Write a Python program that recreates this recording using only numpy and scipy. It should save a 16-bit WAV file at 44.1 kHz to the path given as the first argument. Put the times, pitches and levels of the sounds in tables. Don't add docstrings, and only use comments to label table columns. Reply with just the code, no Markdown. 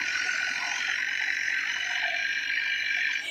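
import sys
import numpy as np
from scipy import signal
from scipy.fft import rfft, irfft, next_fast_len
from scipy.io import wavfile
from scipy.ndimage import uniform_filter1d

SR = 44100
rng = np.random.default_rng(int(sys.argv[2]) if len(sys.argv) > 2 else 0)


def gain_from_decibels(decibels):
    exponent = np.asarray(decibels, float) / 20
    return 10 ** exponent


def log_audio(samples):
    frames = np.atleast_2d(samples).T
    limited = np.clip(frames, -1, 1)
    pcm = np.round(limited * 32767).astype(np.int16)
    wavfile.write(sys.argv[1], SR, pcm)


N = 145530

# start_s, clatter_level_db, tick_over_clatter_db, brightness_db
ENGINE_LOAD = [(0, -32.5, 7, 1), (.15, -28, -18, 2.5), (.45, -30, -5, 2), (.8, -29.5, -6, 2.5),
               (.95, -31.5, 3.5, 0.5), (1.35, -29, 0, 1.5), (1.6, -28, -11, 0.5), (1.9, -31.5, -8.5, 2.5),
               (2.1, -29, -4.5, -4), (2.6, -28.5, -9.5, -5.5), (3.05, -27.5, -4, -2), (3.17, -29, -3, -3),
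               (3.3, -48.5, -3, -5)]


def unit(x):
    return x / np.sqrt(np.mean(x ** 2) + 1e-20)


def along(points, hz):
    point_hz, value = np.transpose(points)
    return np.interp(np.log(hz + 1), np.log(point_hz + 1), value)


def curves(rows):
    time_s, *columns = np.transpose(rows)
    return [np.interp(np.arange(N) / SR, time_s, column) for column in columns]


def ramp(start_s, length_s):
    return np.clip((np.arange(N) / SR - start_s) / length_s, 0, 1)


def peaks(rows, hz):
    return sum(gain_from_decibels(2 * db) / (1 + (2 * (hz - centre) / width) ** 2) ** 2 for centre, width, db in rows)


def coloured(x, gain):
    size = 2 * next_fast_len(N // 2 + 4096)
    cepstrum = irfft(np.log(gain(np.fft.rfftfreq(size, 1 / SR)) + 1e-6), size)
    cepstrum[1:size // 2] *= 2
    cepstrum[size // 2 + 1:] = 0
    return irfft(rfft(x, size) * np.exp(rfft(cepstrum)), size)[:N]


def noise(gain):
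    return unit(coloured(rng.standard_normal(N), gain))


def patches(shape, frames):
    field = uniform_filter1d(rng.standard_normal(shape), size=2, axis=0)
    return unit(uniform_filter1d(field, size=frames, axis=1))


def firings():
    # start_s, firing_rate_hz
    engine_speed = [(0.0, 44.73), (0.4, 43.8), (0.8, 45.16), (0.95, 45.54), (1.15, 46.86), (1.45, 45.79),
                    (1.8, 46.01), (2.0, 47.29), (2.2, 48.6), (2.4, 48.25), (2.6, 49.15), (2.9, 48.3),
                    (3.3, 48.35)]
    first_firing = 0.2
    return first_firing + np.cumsum(curves(engine_speed)[0]) / SR


def clatter():
    # start_firings, swell_db
    bursts = [
        (.56, 4),
        (1.58, 2),
        (2.59, 2),
    ]
    # centre_hz, width_hz, level_db
    flank = [(1483, 99, 4.5), (1860, 380, -2), (2385, 54, 3), (2876, 29, -2), (3110, 48, -7.5),
             (4044, 90, -9.5), (4250, 80, -11.5), (4864, 110, -12.5), (5530, 52, -12.5), (6180, 95, -15.5)]
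    quarter = [(1560.5, 54, 7), (1876, 510, 2), (2336, 84, -0.5), (2953, 82, -1), (4035, 330, -11),
               (5130, 78, -12.5), (5540, 68, -19.5), (6113, 120, -14)]
    rear = [(1613, 55, 6), (1771, 128, 1.5), (2341, 84, 6), (2906, 115, -2), (3210, 83, -8.5),
            (3394, 87, -13.5), (4058, 205, -9.5), (4655, 25, -26), (5350, 110, -18), (5310, 79, -15),
            (5600, 48, -10.5), (6182, 61, -15)]
    # frequency_hz, level_db
    panel_fill = [(1000, -12.5), (2500, -4.5), (3400, -20), (4100, -24.5), (4700, -27.5), (5700, -16),
                  (6700, -35), (9900, -60.5), (11500, -90.5)]
    side_fill_db = [0, -2, -3.5]
    burst_width = 0.17
    top_from_hz, top_swell_share = 4400, 0.3
    late_below_hz, late_s = 2050, 0.005
    first_turn_s, second_turn_s, turn_length_s = 0.935, 1.983, 0.15

    turn = firings()
    chance = rng.standard_normal((int(turn[-1]) + 3, 3))
    swell = np.ones(N)
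    for start, db in bursts:
        since = (turn - start) % 3
        cycle = ((turn - start) // 3 + 1).astype(int)
        size = gain_from_decibels(db + 0.8 * chance[cycle, int(start)])
        swell += size * np.exp(-(since / burst_width - 2) ** 2)
    late_swell = np.roll(swell, round(late_s * SR))

    def low(hz):
        return 1 / (1 + (hz / top_from_hz) ** 8)

    def late(hz):
        return 1 / (1 + (hz / late_below_hz) ** 16)

    air = rng.standard_normal((3, N))
    drive = coloured(unit(swell) * air[0], lambda hz: np.sqrt(low(hz) * (1 - late(hz))))
    drive += coloured(unit(late_swell) * air[2], lambda hz: np.sqrt(late(hz)))
    drive += coloured(unit(swell ** top_swell_share) * air[1], lambda hz: np.sqrt(1 - low(hz)))

    to_quarter = ramp(first_turn_s - turn_length_s / 2, turn_length_s)
    to_rear = ramp(second_turn_s - turn_length_s / 2, turn_length_s)
    shares = [1 - to_quarter, to_quarter - to_rear, to_rear]
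    ring = np.zeros(N)
    for share, panels, fill_db in zip(shares, [flank, quarter, rear], side_fill_db):
        def panel_gain(hz):
            return np.sqrt(peaks(panels, hz) + gain_from_decibels(2 * (fill_db + along(panel_fill, hz))))
        ring += np.sqrt(np.abs(share)) * unit(coloured(drive, panel_gain))
    return gain_from_decibels(curves(ENGINE_LOAD)[0]) * ring


def suppressed(x):
    # frequency_hz, depth_db
    patch_depth = [(1200, 1), (2600, 2), (3600, 5), (5000, 6), (8000, 11)]
    # frequency_hz, threshold_rms
    patch_threshold = [(3000, -.4), (6000, 0), (8000, 1.2)]
    # frequency_hz, share
    bright_share = [(2800, 0), (4500, 0.5), (9000, 4.5)]
    # start_s, edge_hz
    lower_edge = [(0, 1340), (.9, 1286), (1.05, 1400), (1.55, 1470), (1.62, 1186), (1.9, 1320),
                  (2.15, 1430), (3.3, 1447)]
    # start_s, length_s, centre_hz, gain_db
    held_bands = [(0.12, 0.1, 1166, 27.5), (0.517, 0.32, 1650, -7), (0.622, 0.343, 3174, 9),
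                  (1.24, 0.43, 3090, -10.5), (1.654, 0.46, 3040, 5), (1.19, 0.58, 12000, 14),
                  (0.18, 0.57, 3260, -14), (2.36, 0.13, 2180, -7), (0.263, 0.3, 1500, 2.5),
                  (0.16, 0.26, 4500, 13.5), (0.045, 0.23, 5440, 8), (7.1, 0.52, 3650, -4),
                  (2.55, .3, 3500, -9), (4.8, 0.13, 4600, -16), (0.86, 0.28, 4400, -16),
                  (1.03, 0.49, 4300, -13), (1.5, .26, 4650, -20), (2.5, .1, 3300, -18),
                  (1.25, 0.26, 3600, -15)]
    # start_s, length_s, centre_hz, gain_db
    open_streaks = [(0.024, 1.01, 8400, 19), (.68, .28, 9040, 18), (.28, 0.16, 7230, 23),
                    (.26, .22, 11000, 6), (.12, .23, 7100, 8), (2.15, 0.36, 5650, 2), (2.04, .42, 6080, 6),
                    (2.63, 0.223, 6050, 7), (3.1, 0.2, 6080, 12), (1.8, 0.8, 3600, 8.5),
                    (3.2, .43, 5900, 3), (2.5, 0.23, 4620, 13.5), (3.4, .18, 5400, 18),
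                    (3.1, .2, 4600, 16.5), (3.1, 0.082, 7200, 21), (3.17, 0.11, 5650, 9),
                    (1.55, 0.24, 10000, 21), (2.1, 0.575, 4130, 3.5), (1.62, 0.365, 4100, 1)]
    edge_db, edge_steep_hz = -30.5, 22
    band_width_hz, streak_width_hz, fade_s = 333, 157, 0.026

    hz, t, z = signal.stft(x, SR, nperseg=512)
    bin_hz = hz[:, None]
    opening = np.tanh(1.07 * (patches(z.shape, 13) - along(patch_threshold, bin_hz)))
    gain = gain_from_decibels(along(patch_depth, bin_hz) * opening)
    gain /= np.sqrt(uniform_filter1d(np.mean(gain ** 2, axis=1, keepdims=True), size=21, axis=0))
    brightness_db = np.interp(t, *np.transpose(ENGINE_LOAD)[[0, 3]])
    db = 20 * np.log10(gain) + along(bright_share, bin_hz) * brightness_db

    above_edge = (bin_hz - np.interp(t, *np.transpose(lower_edge))) / edge_steep_hz
    db = db + edge_db / (1 + np.exp(np.clip(above_edge, -50, 50)))

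    for rows, width_hz in [(held_bands, band_width_hz), (open_streaks, streak_width_hz)]:
        for start_s, length_s, centre_hz, gain_db in rows:
            held = np.clip(np.minimum(t - start_s, start_s + length_s - t) / fade_s, 0, 1)
            share = held * np.exp(-(2 * (bin_hz - centre_hz) / width_hz) ** 4)
            db = db + share * (gain_db - np.clip(db, -25, 25) * (centre_hz > 2600))
    return signal.istft(z * gain_from_decibels(db), SR, nperseg=512)[1][:N]


def ticks():
    # place_firings, level_db
    cycle_ticks = [
        (.08, -10),
        (.86, -3),
        (1.12, -8),
        (1.88, 0),
        (2.1, -10),
        (2.88, -8),
    ]
    # frequency_hz, level_db
    tick_colour = [(1100, -65), (1500, 0.5), (1900, 7), (2600, -5), (3300, -30), (4100, -12), (6000, -92)]
    peak_db, scatter_db, jitter_s = 12, 1.3, 0.0002

    turn = firings()
    level_db, tick_db, _ = curves(ENGINE_LOAD)
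    blows = np.zeros(N)
    cycle = np.arange(int(turn[-1] / 3))
    chance = rng.standard_normal((len(cycle), len(cycle_ticks), 2))
    for k, (place, db) in enumerate(cycle_ticks):
        at = np.interp(3 * cycle + place, turn, np.arange(N)) + jitter_s * SR * chance[:, k, 0]
        at = np.clip(at.astype(int), 0, N - 1)
        blows[at] += gain_from_decibels(db + tick_db[at] + scatter_db * chance[:, k, 1])

    def click(hz):
        return gain_from_decibels(along(tick_colour, hz))

    click_peak = np.abs(coloured(np.arange(N) == 0, click)).max()
    return gain_from_decibels(level_db + peak_db) * coloured(blows, click) / click_peak


def exhaust():
    orders = np.array([4, 6, 9, 18]) / 3
    orders_db = [-85, -67.5, -73, -69.5]
    # frequency_hz, level_db
    rumble_colour = [(20, -67), (90, -9), (150, -21), (280, -4.5), (540, -16), (700, -7), (1300, -12.5),
                     (2200, -41)]
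    # start_s, level_db
    rumble_level = [(0, -51.5), (1.2, -55.5), (3.3, -58.5)]

    turn = firings()
    tones = np.zeros(N)
    for order, db in zip(orders, orders_db):
        tones += np.sqrt(2) * gain_from_decibels(db) * np.sin(2 * np.pi * order * turn)
    rumble = noise(lambda hz: gain_from_decibels(along(rumble_colour, hz)))
    return tones + gain_from_decibels(curves(rumble_level)[0]) * rumble


def clunks():
    # start_s, peak_db, pitch_hz
    knocks = [(0, -37.5, 994), (.256, -37, 751), (.401, -41, 741), (.465, -37.5, 772), (0.608, -38, 1036),
              (.71, -36.5, 857), (0.77, -37.5, 980), (.875, -38, 784), (0.979, -42, 1040),
              (1.073, -46, 820), (1.204, -38.5, 830), (1.266, -40.5, 825), (1.693, -44.5, 930),
              (1.754, -40.5, 1000), (1.9, -39, 913), (1.963, -41, 985), (2.022, -35.5, 838),
              (2.653, -45.5, 960), (2.964, -41.5, 717), (3.086, -42.5, 998), (.005, -43.5, 284),
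              (.07, -48, 678), (.115, -50, 710), (.242, -45.5, 400), (.322, -50, 283), (.334, -45.5, 684),
              (0.496, -45, 263), (.563, -50, 266), (.665, -48, 290), (1.107, -48.5, 1033),
              (1.277, -56, 414), (1.496, -47, 854), (1.655, -45, 840), (2.394, -51.5, 990),
              (2.473, -51, 967), (2.596, -50.5, 996), (2.691, -51, 755), (2.823, -51.5, 695),
              (3.215, -48, 854), (3.254, -49, 665), (3.284, -45, 626)]
    rise_s, fall_s, width_hz, trim_db = 0.0038, 0.015, 55.6, -6

    out = np.zeros(N + SR)
    t = np.arange(SR // 5) / SR
    shape = (1 - np.exp(-t / rise_s)) ** 2 * np.exp(-(t / fall_s / 2) ** 2)
    for start_s, db, hz in knocks:
        drift = uniform_filter1d(rng.standard_normal(len(t)), size=200)
        wander = np.cumsum(drift) * width_hz * 14 / SR
        knock = gain_from_decibels(db + trim_db) * 2 * shape * np.sin(2 * np.pi * (hz * t + wander))
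        out[round(start_s * SR):][:len(t)] += knock
    return out[:N]


def hiss():
    # frequency_hz, level_db
    hiss_colour = [(5500, -19.5), (7000, 2.5), (9700, -23), (11600, -0.5), (15400, -7)]
    # frequency_hz, level_db
    fleck_gain = [(7000, 2), (9500, 7), (11500, 5), (13000, 1.5)]
    level_db = -68

    hz, _, z = signal.stft(noise(lambda hz: gain_from_decibels(along(hiss_colour, hz))), SR, nperseg=512)
    flecks = gain_from_decibels(along(fleck_gain, hz)[:, None] * patches(z.shape, 9))
    return gain_from_decibels(level_db) * signal.istft(z * flecks, SR, nperseg=512)[1][:N]


def scrape():
    # start_s, level_db
    scrape_level = [
        (.52, -52),
        (.6, -37.5),
        (.67, -33),
        (.76, -38.5),
        (.83, -50),
    ]
    # centre_hz, width_hz, level_db
    bucket_body = [(710, 35, 3), (830, 140, 2.5), (1000, 89, 4)]

    before = [(0, -90), (scrape_level[0][0] - 0.02, -90)]
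    after = [(scrape_level[-1][0] + 0.022, -90)]
    level_db, = curves([*before, *scrape_level, *after])
    return gain_from_decibels(level_db - 6.5) * noise(lambda hz: np.sqrt(peaks(bucket_body, hz)))


def groan():
    # start_s, pitch_hz, level_db
    groan_path = [
        (1.74, 700, -52.5),
        (1.9, 707.5, -45),
        (2, 700, -44.5),
        (2.08, 685, -37),
        (2.18, 683, -44.5),
        (2.28, 687, -52.5),
    ]
    flutter_hz = 42

    pitch_hz, level_db = curves(groan_path)
    on = ramp(groan_path[0][0], 0.011) * (1 - ramp(groan_path[-1][0] - 0.03, 0.016))

    def slow(hz):
        return 1 / (1 + (hz / flutter_hz) ** 4)

    phase = 2 * np.pi * np.cumsum(pitch_hz) / SR
    main = (1 + 0.5 * noise(slow)) * np.sin(phase + 0.55 * noise(slow))
    neighbour = 0.7 * noise(slow) * np.sin(1.075 * phase)
    return on * gain_from_decibels(level_db) * (main + neighbour)


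def clanks():
    # start_s, peak_db
    strikes = [
        (2.5716, -14.5),
        (3.0129, -16.5),
    ]
    ring_hz, t60_s, rise_s = 1836, 0.086, 0.0014

    out = np.zeros(N + SR)
    t = np.arange(SR // 5) / SR
    for start_s, db in strikes:
        fall = gain_from_decibels(db - 2 - 60 * t / t60_s)
        rise = 1 - np.exp(-t / rise_s)
        out[round(start_s * SR):][:len(t)] += fall * rise * np.sin(2 * np.pi * ring_hz * t)
    return out[:N]


def next_shot():
    # centre_hz, width_hz, level_db
    next_body = [(657, 61, -10.5), (315, 120, -10), (2286, 85, 10), (3030, 550, 1), (3840, 360, -5),
                 (6800, 120, -9.5), (7400, 120, -12.5), (7640, 110, -7.5), (8100, 110, -12),
                 (8600, 120, -14.5), (9480, 99, -27)]
    # frequency_hz, level_db
    next_fill = [(300, -29), (3000, -24), (5000, -34), (8000, -30), (10000, -36), (15000, -33.5)]
    dissolve_s, dissolve_length_s, level_db = 3.17, 0.095, -34

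    sound = noise(lambda hz: np.sqrt(peaks(next_body, hz) + gain_from_decibels(2 * along(next_fill, hz))))
    return gain_from_decibels(level_db) * ramp(dissolve_s, dissolve_length_s) ** 1.9 * sound


def scene():
    engine = suppressed(clatter()) + ticks() + exhaust()
    bucket = clunks() + scrape() + clanks()
    return (engine + bucket + hiss() + groan() + next_shot())[None]


def band_limit(x):
    return signal.sosfilt(signal.butter(12, 15370, fs=SR, output="sos"), x)


def record(dry):
    top_hz = 15480
    spectrum = rfft(dry) * (np.fft.rfftfreq(N, 1 / SR) < top_hz)
    return band_limit(irfft(spectrum, N))


dry = scene()
out = record(dry)
log_audio(out)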